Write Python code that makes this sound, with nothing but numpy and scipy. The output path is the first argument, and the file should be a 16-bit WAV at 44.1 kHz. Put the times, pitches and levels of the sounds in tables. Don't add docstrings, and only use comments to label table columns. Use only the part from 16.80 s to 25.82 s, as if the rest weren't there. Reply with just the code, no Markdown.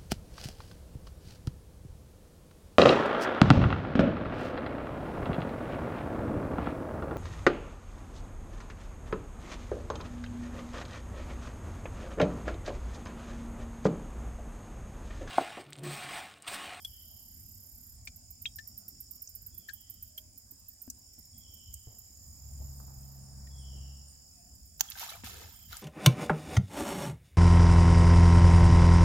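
import sys
import numpy as np
from scipy import signal
from scipy.fft import rfft, irfft, next_fast_len
from scipy.io import wavfile
from scipy.ndimage import uniform_filter1d

SR = 44100
rng = np.random.default_rng(int(sys.argv[2]) if len(sys.argv) > 2 else 0)


def persist_wave(psi):
    counts = np.round(np.clip(psi, -1, 1) * 32767).astype(np.int16)
    wavfile.write(sys.argv[1], SR, np.atleast_2d(counts).T)


N = 397782
TIME = np.arange(N) / SR

# start in seconds, level in dB, spray t60 in seconds.
SLAP_HITS = [(7.9957, -40.5, 0.051), (8.005, -43, 0.035), (8.008, -13.5, 0.0062), (8.0091, -15, 0.0088),
             (8.0097, -42, 0.014)]
# frequency in Hz, density in dB.
SLAP_SPECTRUM = [(88, -43), (150, -9.5), (439, -21), (774, -6), (1140, -15), (1450, -5.5), (2400, -14),
                 (3220, -5.5), (4320, -7.5), (6390, 4), (7180, -0.5), (8230, -20), (11300, -11),
                 (15100, -3), (16000, -9.5)]
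SPRAY_SPECTRUM = [(200, -16), (450, -29), (1500, 1.5), (2000, -5), (3300, 0), (4600, -2), (7000, -4.5),
                  (8500, -17.5), (11500, -4), (15000, -4), (16000, -21)]
# peak time, rise and t60 in seconds, bubbling and spray levels in dB.
SPLASH_SURGES = [(8.02, .01, 0.63, -58, -59), (8.11, 0.028, 0.21, -69, -53.5),
                 (8.22, 0.079, 0.57, -45.5, -44.5), (8.30, 0.028, 0.14, -45, -47.5),
                 (8.35, 0.049, 0.12, -44.5, -69), (8.445, 0.0077, 0.98, -50.5, -48),
                 (8.63, 0.058, 0.33, -52.5, -56), (8.928, 0.042, 0.69, -52.5, -53)]
# start in seconds, level in dB, bubble pitch in Hz,
# t60 in seconds, impact tick offset in dB, pan in dB.
CREEK_PLOPS = [(8.086, -48.5, 3250, 0.028, -13, -2), (8.154, -50, 1530, 0.019, -3, 11),
               (8.209, -58, 2180, 0.015, -3, 8), (8.229, -43.5, 940, 0.016, -21, 1),
               (8.231, -48, 1480, 0.015, -11, 11), (8.292, -44, 3880, 0.024, -19, 0),
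               (8.336, -51, 2300, 0.022, -22, 19), (8.343, -59, 707, 0.073, -16, -1),
               (8.436, -46, 234, 0.045, 2.5, -0.5), (8.925, -48.5, 3860, 0.031, -2.5, -7.5),
               (8.928, -45, 1403, 0.031, -15, 17)]
BUCKET_DRIPS = [(.0475, -35.5, 3300, 0.034, -6, 2), (1.273, -37.5, 2320, 0.02, 2, 8),
                (1.6555, -29, 2580, 0.0078, -26, 7), (1.6575, -30, 3670, 0.017, -11.5, 25),
                (1.6605, -33.5, 3200, 0.034, -14, -13), (1.7862, -40.5, 1740, 0.05, 1, 18),
                (2.8868, -38, 1720, 0.038, -12.5, 19), (2.892, -49, 4320, 0.029, 7, 20),
                (2.897, -44.5, 1594, 0.038, -18, 15), (3.379, -42, 3170, 0.028, -0.5, 11),
                (6.671, -59, 1850, 0.024, 4.5, 15)]
# start in seconds, level in dB, factor on the mode frequencies.
BUCKET_BUMPS = [(3.722, -60.5, 1.13), (4.078, -43.5, 1.04), (4.383, -55, 0.97), (4.398, -54, 0.6),
                (5.072, -42, 0.48)]
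# base frequency in Hz, level in dB, t60 in seconds.
WALL_MODES = [(243, 5, 0.089), (328, -25, 0.02), (600, -3.5, 0.0096), (900, -42, 0.019), (1500, -22, 0.044)]
# start in seconds, level in dB, centre and width in Hz, pan in dB.
WET_CLICKS = [(0.048, -38.5, 9900, 3600, 8), (2.4743, -37.5, 6360, 700, -5), (4.1007, -31, 6660, 1060, 2),
              (4.1, -35.5, 12900, 2500, -3), (4.94, -33.5, 7850, 1270, -7), (4.941, -39, 12900, 2500, 0),
              (8.1008, -32, 12000, 1300, -16), (8.119, -36.5, 4500, 1500, -3),
              (8.196, -36.5, 12100, 2520, -10), (8.357, -43.5, 12700, 2200, -8),
              (8.463, -39.5, 4560, 2510, -7), (8.968, -36, 8060, 2800, 5)]
# start in seconds, level in dB, centre in Hz, t60 in seconds.
HAND_SCUFFS = [(5.074, -70.5, 600, 0.58), (5.80, -61.5, 500, 0.17), (6.0, -70.5, 900, 0.29),
               (6.08, -68, 900, 0.31), (6.93, -73, 450, 0.68)]
TICK_STARTS_S = [1.252, 1.3598, 1.505, 1.618, 1.758, 1.873, 1.9769, 2.081, 2.203, 2.3092, 2.419, 2.5505,
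                 2.663, 2.778, 2.9337, 3.0985, 3.225, 3.3763, 3.5765, 3.709, 3.883, 4.017, 4.388, 4.5775,
                 4.737, 4.934, 5.185]
# time in seconds, level in dB.
TICK_LEVELS = [(1.25, -49), (1.62, -41), (2.2, -39.5), (3.38, -39.5), (3.58, -45.5), (4.02, -40.5),
               (4.39, -48.5), (5.2, -45.5)]
# frequency in Hz, density in dB.
TICK_SPECTRUM = [(5000, -44), (8500, -5), (10400, -14.5), (10800, -5.5), (12000, -3.5), (13100, 1),
                 (14300, -.5), (15500, -2), (16000, -42)]
# start, end and period in seconds, first level in dB, fade in dB per second.
ANSWER_RUNS = [(2.358, 3.3, 0.13, -46.5, 7), (3.791, 4.6, .134, -56, 0), (7.745, 8.0, 0.115, -57, -5)]
# start and end in seconds, level in dB, strokes per second,
# first centre, last centre and width in Hz, pan in dB.
KATYDID_BUZZES = [(-.1, 1.199, -55, 34.4, 12660, 12980, 1370, -6.5),
                  (4.616, 6.1, -64.5, 32, 13800, 12250, 710, -13),
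                  (5.388, 5.88, -66, 35, 14800, 14400, 600, -11),
                  (5.779, 6.418, -60.5, 28, 13800, 13700, 700, -14),
                  (8.66, 9.1, -57, 31, 13900, 14100, 900, -11.5)]
# time in seconds, low and high trill levels in dB.
CHORUS_LEVELS = [(0.0, -64, -69), (0.24, -66, -65.5), (1.08, -69, -64.5), (1.98, -66, -64),
                 (3.65, -69, -66.5), (5.79, -65.5, -59), (6.34, -67, -64), (6.93, -64, -62),
                 (7.9, -68, -65)]
# start and end in seconds, level in dB.
TRILL_PHRASES = [(1.68, 2.58, -64), (4.199, 4.934, -64.5), (6.412, 6.737, -68.5), (6.748, 7.244, -62.5)]
# start, end and chirp period in seconds, level in dB.
CHIRP_PHRASES = [(.02, 1.8, .28, -67), (1.97, 2.7, 0.25, -66), (2.739, 7.3, 0.25, -74),
                 (4.111, 4.9, .277, -70.5), (5.455, 6.5, .24, -66.5), (6.781, 7.35, .49, -62),
                 (7.57, 9.6, .29, -64)]
# start in seconds, level in dB, first and last pitch in Hz, length in seconds.
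BIRD_WHISTLES = [(-.15, -60, 3360, 2974, 0.55), (2.72, -65.5, 3374, 3020, 0.49),
                 (4.534, -62, 3296, 2966, 0.53), (6.706, -60, 3367, 2798, 0.44),
                 (8.617, -63, 3380, 2944, 0.46)]
# time in seconds, firing rate in Hz.
FIRING_RATES = [(5.2, 68.6), (5.9, 68.14), (6.4, 67.43), (6.8, 66.8), (7.1, 67.5), (7.4, 71.36)]
# frequency in Hz, density in dB.
ROAR_SPECTRUM = [(150, 15), (250, 5.5), (400, -6), (750, 1.5), (1100, -7.5), (1800, -14.5), (3000, -26.5),
                 (5000, -13.5)]
# start and end in seconds, level in dB, pitch in Hz.
FAR_HOOTS = [(0.155, 0.448, -83, 635), (3.196, 3.577, -78.5, 631), (7.503, 7.752, -74.5, 713)]
# frequency in Hz, then density in dB, left-right correlation or pan in dB.
AIR_SPECTRUM = [(15, -20), (40, -7.5), (80, 6.5), (125, -11.5), (240, -11.5), (330, -25), (460, -30.5),
                (700, -24.5), (1100, -35), (2200, -35), (3900, -38.5), (7800, -21), (10000, -26.5),
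                (16000, -26.5)]
AIR_CORRELATION = [(30, 1), (250, 0.8), (700, 0.018), (2000, 0), (8000, 0)]
AIR_PAN = [(30, -1), (2000, 4.5), (5000, -3), (8000, -2), (14000, -6)]
# time in seconds, level in dB.
RUMBLE_LEVELS = [(0, 2), (1.6, 3.5), (2.8, -3), (4.7, -2.5), (5.8, 8), (7.6, -4), (8.2, 4.5), (9.0, 4)]


def creek():
    water = slap() + splash() + drops(CREEK_PLOPS, bubble_db=6.5, tick_db=-2, tick_hz=1760, width_hz=1500)
    return water + gain(-7) * echoes(water, t60_s=.021) + gain(-18.5) * echoes(water, t60_s=.98)


def slap():
    out, t = np.zeros((2, N)), np.arange(3000) / SR
    impulse = 3.1 * (t == 0)
    for s, db, t60_s in SLAP_HITS:
        spray = 1.02 * rng.standard_normal((2, len(t))) * gain(-60 * t / t60_s)
        add(out, s, gain(db) * (impulse + spray))
    return colour(out, SLAP_SPECTRUM) * pan(-5)


def splash():
    gurgle = bubble_swarm(low_hz=600, high_hz=2330, cycles=22, spread_db=15, count=420) * pan(5.9)
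    plinks = bubble_swarm(low_hz=2290, high_hz=7100, cycles=48, spread_db=37, count=400) * pan(-1.9)
    fizz = bubble_swarm(low_hz=6600, high_hz=15000, cycles=30, spread_db=24, count=600) * pan(-32)
    sizes = gain(3 * np.minimum(rng.exponential(1, N), 4.5))
    droplets = sizes * (rng.random(N) < 5000 / SR)
    patter = unit_rms(colour(droplets * rng.standard_normal((2, N)), SPRAY_SPECTRUM)) * pan(-1.4)
    spray = gain(2.5) * patter + gain(-9) * plinks + gain(-6.5) * fizz
    churn = gain(-60) * gate(8.43, 8.72, fade_s=.13) * band_noise(340, 290, N)
    gurgle_gain, spray_gain = surges()
    return gain(-6) * gurgle * gurgle_gain + spray * spray_gain + churn


def surges():
    bubbling_power, spray_power = np.zeros((2, N))
    for s, rise_s, t60_s, bubbling_db, spray_db in SPLASH_SURGES:
        attack = np.clip(1 + (TIME - s) / rise_s, 0, 1)
        envelope = attack * gain(-60 * np.clip((TIME - s) / t60_s, 0, 2))
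        bubbling_power += (gain(bubbling_db) * envelope) ** 2
        spray_power += (gain(spray_db) * envelope) ** 2
    return np.sqrt(bubbling_power), np.sqrt(spray_power)


def bubble_swarm(low_hz, high_hz, cycles, spread_db, count, start_s=8):
    out = np.zeros((2, N))
    for delay_s, small, loud, side, shallow in rng.random((count, 5)):
        hz = low_hz * (high_hz / low_hz) ** small
        ring = bubble(hz, cycles / hz, glide=.2 * shallow ** 2, attack=.049)
        add(out, start_s + delay_s, gain(spread_db * loud ** 2) * pan(14 * (side - .5)) * ring)
    power = uniform_filter1d((out ** 2).mean(0), 3000)
    return out / np.sqrt(np.maximum(power, .01 * power.max()))


def bubble(hz, t60_s, glide, attack):
    t = np.arange(int(1.5 * t60_s * SR)) / SR
    envelope = (1 - np.exp(-t / (attack * t60_s))) ** 2 * gain(-60 * t / t60_s)
    ring = envelope * np.sin(2 * np.pi * hz * t * (1 + glide * t / t60_s))
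    return ring / abs(ring).max()


def drops(rows, bubble_db, tick_db, tick_hz, width_hz):
    out, t = np.zeros((2, N)), np.arange(800) / SR
    for s, db, hz, t60_s, impact_db, pan_db in rows:
        add(out, s, gain(db + bubble_db) * pan(pan_db) * bubble(hz, t60_s, glide=.035, attack=.047))
        tick = band_noise(tick_hz, width_hz, len(t)) * np.exp(-t / .0071)
        add(out, s, gain(db + impact_db + tick_db) * pan(.5) * tick)
    return out


def bucket():
    out = drops(BUCKET_DRIPS, bubble_db=3.5, tick_db=-5.5, tick_hz=5060, width_hz=2260)
    t = np.arange(5000) / SR
    for s, db, factor in BUCKET_BUMPS:
        wall = sum(gain(mode_db - 60 * t / t60_s) * np.sin(2 * np.pi * factor * hz * t)
                   for hz, mode_db, t60_s in WALL_MODES)
        add(out, s, gain(db - 2.5) * pan(1) * wall)
    return out + gain(-7) * echoes(out, t60_s=.035) + gain(-25) * echoes(out, t60_s=.2)


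def handling():
    out, t = np.zeros((2, N)), np.arange(12000) / SR
    snap = ((1 - np.exp(-t / .00035)) ** 2 * np.exp(-t / .0026))[:1500]
    for s, db, hz, width_hz, pan_db in WET_CLICKS:
        add(out, s, gain(db + 3) * pan(pan_db) * band_noise(hz, width_hz, len(snap)) * snap)
    for s, db, hz, t60_s in HAND_SCUFFS:
        grain = gain(3.4 * unit_rms(uniform_filter1d(rng.standard_normal(len(t)), 300)))
        add(out, s, gain(db + 6.5 - 60 * t / t60_s) * grain * band_noise(hz, .44 * hz, len(t)))
    return out + gain(-10) * echoes(out, t60_s=.046)


def katydids():
    out, t = np.zeros((2, N)), np.arange(1200) / SR
    scrape = np.interp(t, [0, .0008, .009, .015], [.3, 1.15, .96, .084])
    for s, db, hz in katydid_ticks():
        rasp = unit_rms(colour(band_noise(hz, 2930, len(t)), TICK_SPECTRUM))
        add(out, s, gain(db - 1.5) * pan(-9) * scrape * rasp)
    for start_s, end_s, db, rate_hz, first_hz, last_hz, width_hz, pan_db in KATYDID_BUZZES:
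        size = int((end_s - start_s) * SR)
        rasp = unit_rms(band_noise(0, width_hz, size) * sine(np.linspace(first_hz, last_hz, size)))
        strokes = unit_rms(1 + .71 * np.sin(2 * np.pi * rate_hz * TIME[:size]))
        add(out, start_s, gain(db) * pan(pan_db) * signal.windows.tukey(size, .16) * strokes * rasp)
    return out + gain(-10) * echoes(out, t60_s=.19)


def katydid_ticks(centre_hz=13700, scatter=.022, jitter_s=.0046):
    timing, detuning = rng.standard_normal((2, 100))
    near = [(s, np.interp(s, *np.transpose(TICK_LEVELS))) for s in TICK_STARTS_S]
    runs = [(s, db - fade_db_per_s * (s - start_s))
            for start_s, end_s, period_s, db, fade_db_per_s in ANSWER_RUNS
            for s in np.arange(start_s, end_s, period_s)]
    far = [(s - jitter_s * draw, db) for (s, db), draw in zip(runs, timing)]
    return [(s, db, centre_hz * (1 + scatter * draw)) for (s, db), draw in zip(near + far, detuning)]


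def crickets():
    out = cricket_chorus() + near_cricket()
    return out + gain(-5.5) * echoes(out, t60_s=.45)


def cricket_chorus(slow_peak_s=4.8, slow_fade_db_per_s=4.5):
    s, low_db, high_db = np.transpose(CHORUS_LEVELS)
    slow_gain, fast_gain = gain(1 - slow_fade_db_per_s * abs(TIME - slow_peak_s)), gain(-4.5)
    slow = from_right(stridulate(5180, rate_hz=57.5, sweep=.087, duty=.6), lag_s=.00027)
    low = slow_gain * slow * pan(-.57) + band_noise(5196, 375, N)
    low += fast_gain * stridulate(5120, rate_hz=66.7, sweep=.17, duty=.45) * pan(6.9)
    low /= np.sqrt(1 + slow_gain ** 2 + fast_gain ** 2)
    high = from_right(stridulate(7050, rate_hz=43.8, sweep=.15, duty=.47), lag_s=.00017)
    high += gain(-2.5) * band_noise(7030, 330, N)
    low *= gain(np.interp(TIME, s, low_db) + 2.5)
    high *= gain(np.interp(TIME, s, high_db) - .14)
    return low + high * pan(-5)


def near_cricket(skips_per_s=5.1, skip_s=.035):
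    phrases = sum(gain(db) * gate(start_s, end_s, fade_s=.023) for start_s, end_s, db in TRILL_PHRASES)
    since_skip_s = np.cumsum(skips_per_s * (1 + .4 * drift(1.8))) / SR % 1 / skips_per_s
    singing = uniform_filter1d(1.0 * (since_skip_s > skip_s), size=400)
    return phrases * singing * stridulate(5467, rate_hz=66.5, sweep=.02, duty=.54)


def ground_crickets(pitch_hz=9070, sag_hz_per_s=18, stroke_hz=112):
    out, t = np.zeros((2, N)), np.arange(int(.062 * SR)) / SR
    stroke = t * stroke_hz % 1
    pulses = np.sin(np.pi * stroke) ** 2 * signal.windows.tukey(len(t), .4)
    chirps = [(s, db) for start_s, end_s, period_s, db in CHIRP_PHRASES
              for s in np.arange(start_s, end_s, period_s)]
    for (s, db), scatter_db in zip(chirps, -2.5 * rng.standard_normal(100)):
        hz = (pitch_hz - sag_hz_per_s * s) * (1 + .091 * (.5 - stroke))
        add(out, s, gain(db + scatter_db + 7) * pan(-11) * sine(hz) * pulses)
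    chirping = np.maximum(sine(5 + .5 * drift(2.6)), 0) ** 4
    lower = chirping * stridulate(8050, rate_hz=105, sweep=.11, duty=.96)
    out += gain(np.interp(TIME, [3.5, 5.5], [-72, -67.5])) * pan(-47) * lower
    return out + gain(-5.5) * echoes(out, t60_s=.087)


def stridulate(hz, rate_hz, sweep, duty):
    stroke = np.cumsum(rate_hz * (1 + .012 * drift(4))) / SR % 1 / duty
    pitch_hz = hz * (1 + sweep * (.5 - stroke) + .006 * drift(90))
    return unit_rms(np.sin(np.pi * np.minimum(stroke, 1)) * sine(pitch_hz))


def bird():
    out, quaver = np.zeros((2, N)), drift(200)
    for s, db, first_hz, last_hz, length_s in BIRD_WHISTLES:
        progress = np.arange(int(length_s * SR)) / (length_s * SR)
        hoarseness = (.018 + .032 * progress) * quaver[:len(progress)]
        hz = (first_hz + (last_hz - first_hz) * progress) * (1 + hoarseness)
        swell = np.interp(progress, [0, .2, .5, 1], [.26, .55, .61, .14])
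        add(out, s, gain(db + 4) * pan(0) * swell * sine(hz))
    return .45 * out + echoes(out, t60_s=1)


def engine(hold_start_s=5.856, hold_end_s=7.03, rise_db_per_s=43, fall_db_per_s=46):
    firing_hz = np.interp(TIME, *np.transpose(FIRING_RATES)) * (1 + .0091 * drift(19))
    phase = 2 * np.pi * np.cumsum(firing_hz) / SR
    first, second, third, fourth = (np.sqrt(2) * np.sin(k * phase + k * k) * gain(1.1 * drift(14))
                                    for k in range(1, 5))
    swell_db = -rise_db_per_s * np.maximum(hold_start_s - TIME, 0)
    swell_db -= fall_db_per_s * np.maximum(TIME - hold_end_s, 0)
    dip_db = 12 * np.exp(-((TIME - 6.3) / .36) ** 2)
    hum = gain(-43.5 - dip_db) * first
    hum += gain(-53.5) * (second + gain(-12.5) * third + gain(-33) * fourth)
    noise = rng.standard_normal((2, N))
    roar = unit_rms(colour(noise + .15 * noise[::-1], ROAR_SPECTRUM))
    return hum * gain(swell_db) + roar * gain(-58 + .51 * swell_db)


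def hoots():
    out = np.zeros((2, N))
    for start_s, end_s, db, hz in FAR_HOOTS:
        size = int((end_s - start_s) * SR)
        add(out, start_s, gain(db + 6) * band_noise(hz, 25, size) * signal.windows.hann(size))
    return out


def air(level_db=-55.5):
    frames, hz = N // 512 + 5, np.fft.rfftfreq(2048, 1 / SR)
    left_re, left_im, other_re, other_im, patches = rng.standard_normal((5, frames, len(hz)))
    patches_db = 3 * unit_rms(uniform_filter1d(uniform_filter1d(patches, 10, axis=0), 14, axis=1))
    correlation, lean = at_hz(AIR_CORRELATION, hz), gain(at_hz(AIR_PAN, hz) / 2)
    left = left_re + 1j * left_im
    right = correlation * left + np.sqrt(1 - correlation ** 2) * (other_re + 1j * other_im)
    rumble_db = np.interp(np.arange(frames) * 512 / SR, *np.transpose(RUMBLE_LEVELS))[:, None]
    spectra = np.array([left * lean, right / lean])
    spectra *= gain(at_hz(AIR_SPECTRUM, hz) + patches_db + rumble_db / (1 + (hz / 220) ** 2))
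    _, noise = signal.istft(spectra.swapaxes(1, 2), nperseg=2048, noverlap=1536)
    return gain(level_db) * unit_rms(noise[:, :N])


def echoes(x, t60_s):
    t = np.arange(SR) / SR
    taps = rng.standard_normal((2, SR)) * (rng.random((2, SR)) < .1)
    taps = (taps * gain(-60 * t / t60_s) * (t > .002))[:, :int(t60_s * SR)]
    taps /= np.linalg.norm(taps, axis=1, keepdims=True)
    return signal.oaconvolve(x, taps, axes=1)[:, :N]


def colour(x, spectrum):
    db = np.maximum(at_hz(spectrum, abs(np.fft.fftfreq(2048, 1 / SR))), -100)
    response = np.exp(np.conj(signal.hilbert(np.log(gain(db)))))
    taps = np.fft.ifft(response).real
    return signal.oaconvolve(x, taps[None] / np.linalg.norm(taps), axes=1)[:, :x.shape[1]]


def band_noise(hz, width_hz, size):
    length = 512 * next_fast_len(size // 512 + 1)
    offset = (np.fft.rfftfreq(length, 1 / SR) - hz) / width_hz
    bell = np.exp(-.5 * np.minimum(offset ** 2, 60))
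    return unit_rms(irfft(rfft(rng.standard_normal((2, length))) * bell, length)[:, :size])


def drift(rate_hz):
    knots = rng.standard_normal(2000)
    return unit_rms(np.interp(TIME * rate_hz, np.arange(len(knots)), knots))


def sine(hz):
    return np.sin(2 * np.pi * np.cumsum(hz) / SR)


def gate(start_s, end_s, fade_s):
    return np.clip(np.minimum(TIME - start_s, end_s - TIME) / fade_s, 0, 1)


def from_right(x, lag_s):
    return np.array([np.roll(x, round(lag_s * SR)), x])


def pan(db):
    return unit_rms(gain([[db / 2], [-db / 2]]))


def add(mix, s, sound):
    start = round(s * SR)
    part = mix[:, max(start, 0):max(start + sound.shape[1], 0)]
    part += sound[:, max(-start, 0):][:, :part.shape[1]]


def at_hz(table, hz):
    knots_hz, values = np.transpose(table)
    return np.interp(np.log(hz + 1), np.log(knots_hz + 1), values)


def gain(db):
    return 10 ** (np.asarray(db) / 20)


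def unit_rms(x):
    return x / np.sqrt(np.mean(x ** 2) + 1e-20)


def scene():
    wildlife = crickets() + ground_crickets() + katydids() + bird() + hoots()
    return air() + engine() + wildlife + bucket() + handling() + creek()


def record(dry, cutoff_hz=16100):
    lowpass = signal.firwin(255, cutoff_hz, window=("kaiser", 9), fs=SR)
    return signal.oaconvolve(dry, lowpass[None], "same")


dry = scene()
out = record(dry)
persist_wave(out)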